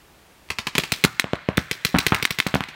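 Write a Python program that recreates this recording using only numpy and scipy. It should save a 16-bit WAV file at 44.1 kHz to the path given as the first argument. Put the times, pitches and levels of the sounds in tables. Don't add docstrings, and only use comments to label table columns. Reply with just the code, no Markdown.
import sys
import numpy as np
from scipy import signal
from scipy.fft import rfft, irfft
from scipy.io import wavfile

SR = 44100
rng = np.random.default_rng(int(sys.argv[2]) if len(sys.argv) > 2 else 0)


def to_wav(sig):
    pcm = np.clip(np.atleast_2d(sig), -1, 1) * 32767
    pcm = np.round(pcm).astype(np.int16)
    wavfile.write(sys.argv[1], SR, pcm.T)


N = 121275
TAPS = 8192
T = np.arange(TAPS) / SR


def amp(db):
    return 10 ** (np.asarray(db) / 20)


def read(points, hz, column=1):
    table = np.array(points, float)
    return np.interp(np.log(hz + 1), np.log(table[:, 0] + 1), table[:, column])


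def add(mix, start_s, sound):
    part = mix[round(start_s * SR):][:len(sound)]
    part += sound[:len(part)]


def through(sound, response):
    return signal.fftconvolve(sound, response)[:TAPS]


def dying(t60_s):
    return np.exp(-np.log(1000) * T / t60_s)


def pulse(spectrum, extra_db=lambda hz: 0):
    hz = abs(np.fft.fftfreq(TAPS, 1 / SR))
    log_gain = np.log(amp(read(spectrum, hz) + extra_db(hz)))
    return np.fft.ifft(np.exp(np.conj(signal.hilbert(log_gain)))).real


def puff(envelope):
    burst = rng.standard_normal(TAPS) * envelope
    whitened = irfft(np.exp(1j * np.angle(rfft(burst))))
    shaped = whitened * np.sqrt(envelope)
    return shaped / np.linalg.norm(shaped)


def crackle(envelope, grain_s=0.00046, depth_db=7.5):
    noise = puff(envelope)
    knots_s = np.arange(0, T[-1] + grain_s, grain_s)
    swings = np.minimum(rng.standard_normal(TAPS), 2)[:len(knots_s)]
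    clumped = noise * amp(depth_db * np.interp(T, knots_s, swings))
    return clumped / np.linalg.norm(clumped)


def rattle(envelope, arrivals_per_s=700):
    signs = np.sign(rng.standard_normal(TAPS))
    arrivals = envelope * signs * (rng.random(TAPS) < arrivals_per_s / SR)
    return arrivals / np.linalg.norm(arrivals)


def echoes(table, spread=0.):
    paths = np.zeros(TAPS)
    paths[0] = 1
    for (delay_ms, level_db), shift in zip(table, rng.standard_normal(len(table))):
        add(paths, abs(delay_ms * (1 + spread * shift)) / 1000, amp([level_db]))
    return paths


def air():
    # frequency_hz, level_db
    spectrum = [(15, 7), (45, 1), (100, -6.5), (250, -6.5), (800, -10.5), (2500, -15), (6000, -22.5),
                (15000, -26.5)]
    gain = amp(read(spectrum, np.fft.rfftfreq(N, 1 / SR)))
    noise = irfft(rfft(rng.standard_normal(N)) * gain, N)
    return amp(-57) * noise / noise.std()


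def tail(bands, rise_s):
    hz, t, noise = signal.stft(rng.standard_normal(SR * 3 // 2), SR, nperseg=256)
    t60_s = read(bands, hz, column=2)[:, None]
    shape = np.exp(-np.log(1000) * t / t60_s) * (1 - np.exp(-(t / rise_s) ** 2))
    shape /= np.sqrt((shape ** 2).sum(1, keepdims=True) * t[1] * SR)
    return signal.istft(noise * shape * amp(read(bands, hz))[:, None], SR, nperseg=256)[1]


def surroundings(sound, turn_s=0.08):
    # frequency_hz, level_db, t60_s
    field = [(80, -46, 0.52), (323, -18.5, 0.035), (1110, -17, 0.19), (2670, -20.5, 0.11),
             (5860, -13.5, 0.084), (14100, -15.5, 0.056)]
    # frequency_hz, level_db, t60_s
    trees = [(80, -17.5, 0.45), (297, -46, 0.71), (704, -25.5, 2.8), (1480, -17, 0.71), (2290, -18.5, 9.2),
             (5300, -19.5, 0.99), (8300, -20, 0.91), (14000, -70, 0.48)]
    out = np.zeros(N)
    turn = np.floor(np.arange(N) / SR / turn_s) % 4
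    for k in range(4):
        response = tail(field, rise_s=0.011) + tail(trees, rise_s=0.0097)
        out += signal.fftconvolve(sound * (turn == k), response)[:N]
    return out


def far_marker():
    # start_s, level_db, echo_gain_db
    shots = [(0.489, -30.5, -2), (0.5026, -11.5, 10.5), (0.5862, -8.5, 7), (0.6699, -5.5, 4),
             (0.7528, -3.5, 1.5), (0.8366, -8.5, 2.5), (2.6866, -18.5, 7.5)]
    # frequency_hz, level_db
    pop_spectrum = [(40, -1), (110, 13), (240, 9.5), (400, 4), (700, -2.5), (1000, 10.5), (1500, 3),
                    (2300, 9.5), (3100, 7.5), (4500, 0.5), (7000, -7.5), (15000, -18.5)]
    # delay_ms, level_db
    reflections = [(.45, -13), (3.45, -6), (4.85, -8.5), (7.6, -15), (13.6, -15), (18.2, -18.5)]
    out, pop = np.zeros(N), pulse(pop_spectrum)
    for start_s, level_db, echo_gain_db in shots:
        paths = echoes(reflections, spread=0.014) + amp(-2.5) * crackle(dying(0.058))
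        paths[1:] *= amp(echo_gain_db)
        add(out, start_s, amp(level_db) * through(pop, paths))
    return out


def ball_cracks():
    # start_s, level_db, spatter_db
    bursts = [(1.0499, 2.5, 0.5), (1.197, 7, -7), (1.3558, -18.5, -18), (1.967, -24, -2), (2.2526, 5, -11),
              (2.4016, 3.5, -14), (2.6386, -14.5, -20)]
    # frequency_hz, level_db
    snap_spectrum = [(50, -14), (250, 12), (600, 2), (1000, 12.5), (1400, 14.5), (2100, 22.5), (2800, 15.5),
                     (3800, 16), (5500, 1), (9000, -4.5), (15000, -21.5)]
    # delay_ms, level_db
    reflections = [(2.8, -13), (23.5, -23.5)]
    tilt_db_per_octave = 9.5
    out, snap = np.zeros(N), pulse(snap_spectrum)
    spray = pulse(snap_spectrum, lambda hz: tilt_db_per_octave * np.log2((hz + 100) / 3000))
    for start_s, level_db, spatter_db in bursts:
        spatter = amp(spatter_db) * through(spray, crackle(dying(0.043)))
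        add(out, start_s, amp(level_db) * (through(snap, echoes(reflections)) + spatter))
    return out


def bunker_thumps():
    # start_s, level_db, softness_corner_hz, ground_echo_ms, ground_echo_db, # knock_db,
    # flutter_db, flutter_decay_s, boom_db
    hits = [(.7900, -22.5, 1790, 0.49, 5.5, 4, -31, .08, -14),
            (1.0481, -1, 2130, 0.45, 3, -0.5, -6, 0.18, -4),
            (1.2427, -7.5, 4200, 0.42, -17, -8.5, -10.5, 0.53, -8),
            (1.3336, -2, 2320, 0.28, -9.5, 1.5, -14.5, 0.43, -43),
            (1.488, -2, 1860, 0.4, -4.5, 0, -16.5, 0.39, -6),
            (1.5794, 2, 2500, .55, -1.5, -4, -21, 0.14, -11),
            (1.9440, -9.5, 1300, 0.22, -4.5, -12, -1, 0.49, 12),
            (1.948, -9.5, 2090, 1.58, 5, -4, -1.5, 0.45, 8.5),
            (1.9607, -11, 1810, 1.38, -2, -1, -6, 0.16, 15.5),
            (2.1217, -7, 1970, 0.84, 8, -1, 1.5, 0.41, -35),
            (2.1310, -20.5, 1800, 0.81, -4, 8, -15, 0.073, -18),
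            (2.4657, -5.5, 2200, 0.47, -9.5, -15, -12, 0.58, -8),
            (2.5416, -3.5, 3500, 0.59, -7.5, -14, -22, 0.085, -3),
            (2.5553, -3, 2600, 0.11, -12.5, -29, -16.5, 0.025, 1),
            (2.6070, -8, 5740, 0.82, -42, -6, -12, 0.35, -11)]
    # frequency_hz, level_db
    blow_spectrum = [(30, 2), (70, 24.5), (170, 28.5), (300, 22.5), (600, 22), (1200, 18.5), (2000, 15.5),
                     (3200, 16.5), (5000, -0.5), (8000, -3), (15000, 5)]
    # frequency_hz, level_db
    knock_spectrum = [(80, 10), (350, 18.5), (700, 26.5), (1150, 14.5), (2000, -8.5), (4000, 0.5),
                      (15000, -34.5)]
    # frequency_hz, level_db
    flutter_spectrum = [(60, -5), (250, 18.5), (500, 9), (900, 24.5), (1500, 26.5), (2500, 17.5),
                        (3800, 7.5), (5500, -19), (15000, -32)]
    # pitch_hz, level_db, t60_s
    air_modes = [(106, -8, 0.009), (198.6, -5.5, 0.14), (271.5, -0.5, 0.076), (757, -16, 0.24)]
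    out, skin, wall = np.zeros(N), pulse(flutter_spectrum), pulse(knock_spectrum)
    boom = -sum(amp(db - 17.5) * dying(t60_s) * np.sin(2 * np.pi * hz * T) for hz, db, t60_s in air_modes)
    flutter_rise = 1 - dying(0.0062)
    for start_s, level_db, corner_hz, ground_echo_ms, ground_echo_db, knock_db, flutter_db, decay_s, boom_db in hits:
        soft_slap = pulse(blow_spectrum, lambda hz: -10 * np.log10(1 + (hz / corner_hz) ** 3.8))
        blow = -through(soft_slap, echoes([(ground_echo_ms, ground_echo_db)]))
        knock = amp(knock_db) * through(wall, puff(dying(0.01)))
        flutter = amp(flutter_db) * through(skin, crackle(dying(decay_s) * flutter_rise))
        add(out, start_s, amp(level_db) * (blow + knock + flutter + amp(boom_db) * boom))
    return out


def near_marker():
    # start_s, crack_db, gas_db, ring_hz
    shots = [(0.7813, -1, -1.5, 3350), (0.9203, -10.5, -2, 4140), (1.0397, 0, 2.5, 2260),
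             (1.5724, -6.5, -1.5, 3570), (1.7127, -1.5, -2, 2290), (1.8496, 1, 3, 4035),
             (1.9860, -2, 2, 3950), (2.0660, 2, 2, 2100), (2.1459, -5, -4, 2780), (2.2261, -7.5, -3, 2250),
             (2.3068, -4, -1.5, 2250), (2.3870, -2.5, -2, 2150), (2.4677, -9, -5, 2200),
             (2.5474, -25, -6.5, 2580)]
    # frequency_hz, level_db
    crack_spectrum = [(60, -1), (350, 17.5), (500, 6), (700, -8.5), (1000, -11), (1500, 2.5), (2200, 18.5),
                      (2900, 11), (3900, 8.5), (6000, -20.5), (15000, -17)]
    # frequency_hz, level_db
    gas_spectrum = [(50, -27), (150, 9), (400, 10.5), (700, 2.5), (1200, 8.5), (2200, 10), (2900, 8.5),
                    (4000, 10), (5000, 6), (8000, 2), (10000, -1.5), (15000, -1)]
    # delay_ms, level_db
    reflections = [(4.5, -6.5), (40.5, -22)]
    # frequency_hz, level_db
    slapback_spectrum = [(200, -49), (1100, -14), (2200, -6.5), (5800, -6), (8000, -31), (15000, -34)]
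    # delay_ms, level_db
    slapback_returns = [(2.9, 1.5), (5.2, -9), (11, -7)]
    gas_lead_s, gas_hold_s, gas_fall_s = 0.000923, 0.0033, 0.002
    push_hz, push_delay_s, slapback_delay_s = 157.7, 0.0015, 0.0163
    common_share = 0.59
    out, crack, hiss = np.zeros(N), pulse(crack_spectrum), pulse(gas_spectrum)
    opening = np.minimum(T / gas_lead_s, 1) ** 2
    flow = opening * np.exp(-np.maximum(T - gas_hold_s, 0) / gas_fall_s)
    common_jet = np.sqrt(common_share) * puff(flow)
    push = -amp(-23.5) * np.sin(2 * np.pi * push_hz * T) * (T * push_hz < 1)
    reflected_hiss = amp(-5) * through(hiss, pulse(slapback_spectrum))
    for start_s, crack_db, gas_db, ring_hz in shots:
        paths = echoes(reflections, spread=0.014)
        gas = through(hiss, common_jet + np.sqrt(1 - common_share) * puff(flow))
        ring = amp(-20) * dying(0.037) * np.sin(2 * np.pi * ring_hz * T)
        slapback = through(reflected_hiss, echoes(slapback_returns, spread=0.048) + rattle(dying(0.066)))
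        trail = amp(-14.5) * through(hiss, rattle(dying(0.49)))
        add(out, start_s, amp(crack_db) * through(crack, paths) + amp(gas_db) * ring)
        add(out, start_s - gas_lead_s, amp(gas_db) * through(gas, paths))
        add(out, start_s + push_delay_s, amp(gas_db) * push)
        add(out, start_s + slapback_delay_s, amp(gas_db) * (slapback + trail))
    return out


def gain_control(sound, input_gain_db=6, threshold_db=-19.5, duck_share=0.74, recovery_db_per_s=5.5):
    memory = np.exp(-1 / (0.005 * SR))
    power = signal.lfilter([1 - memory], [1, -memory], sound[0] ** 2)
    excess_db = np.maximum(10 * np.log10(power + 1e-12) - threshold_db, 0)
    recovery_db = recovery_db_per_s * np.arange(N) / SR
    duck_db = np.maximum.accumulate(duck_share * excess_db + recovery_db) - recovery_db
    return sound * amp(input_gain_db - duck_db)


def scene():
    sources = np.array([far_marker(), near_marker(), bunker_thumps(), ball_cracks()])
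    send_db = [6.5, 1.7, 5, -6]
    return (sources.sum(0) + surroundings(amp(send_db) @ sources) + air())[None]


def record(dry):
    low_cut = signal.butter(2, 50, "high", fs=SR, output="sos")
    high_cut = signal.firwin(255, 15950, window=("kaiser", 9), fs=SR)
    clipped = np.clip(gain_control(signal.sosfilt(low_cut, dry)), -1, 1)
    return signal.oaconvolve(clipped, high_cut[None], "same")


dry = scene()
out = record(dry)
to_wav(out)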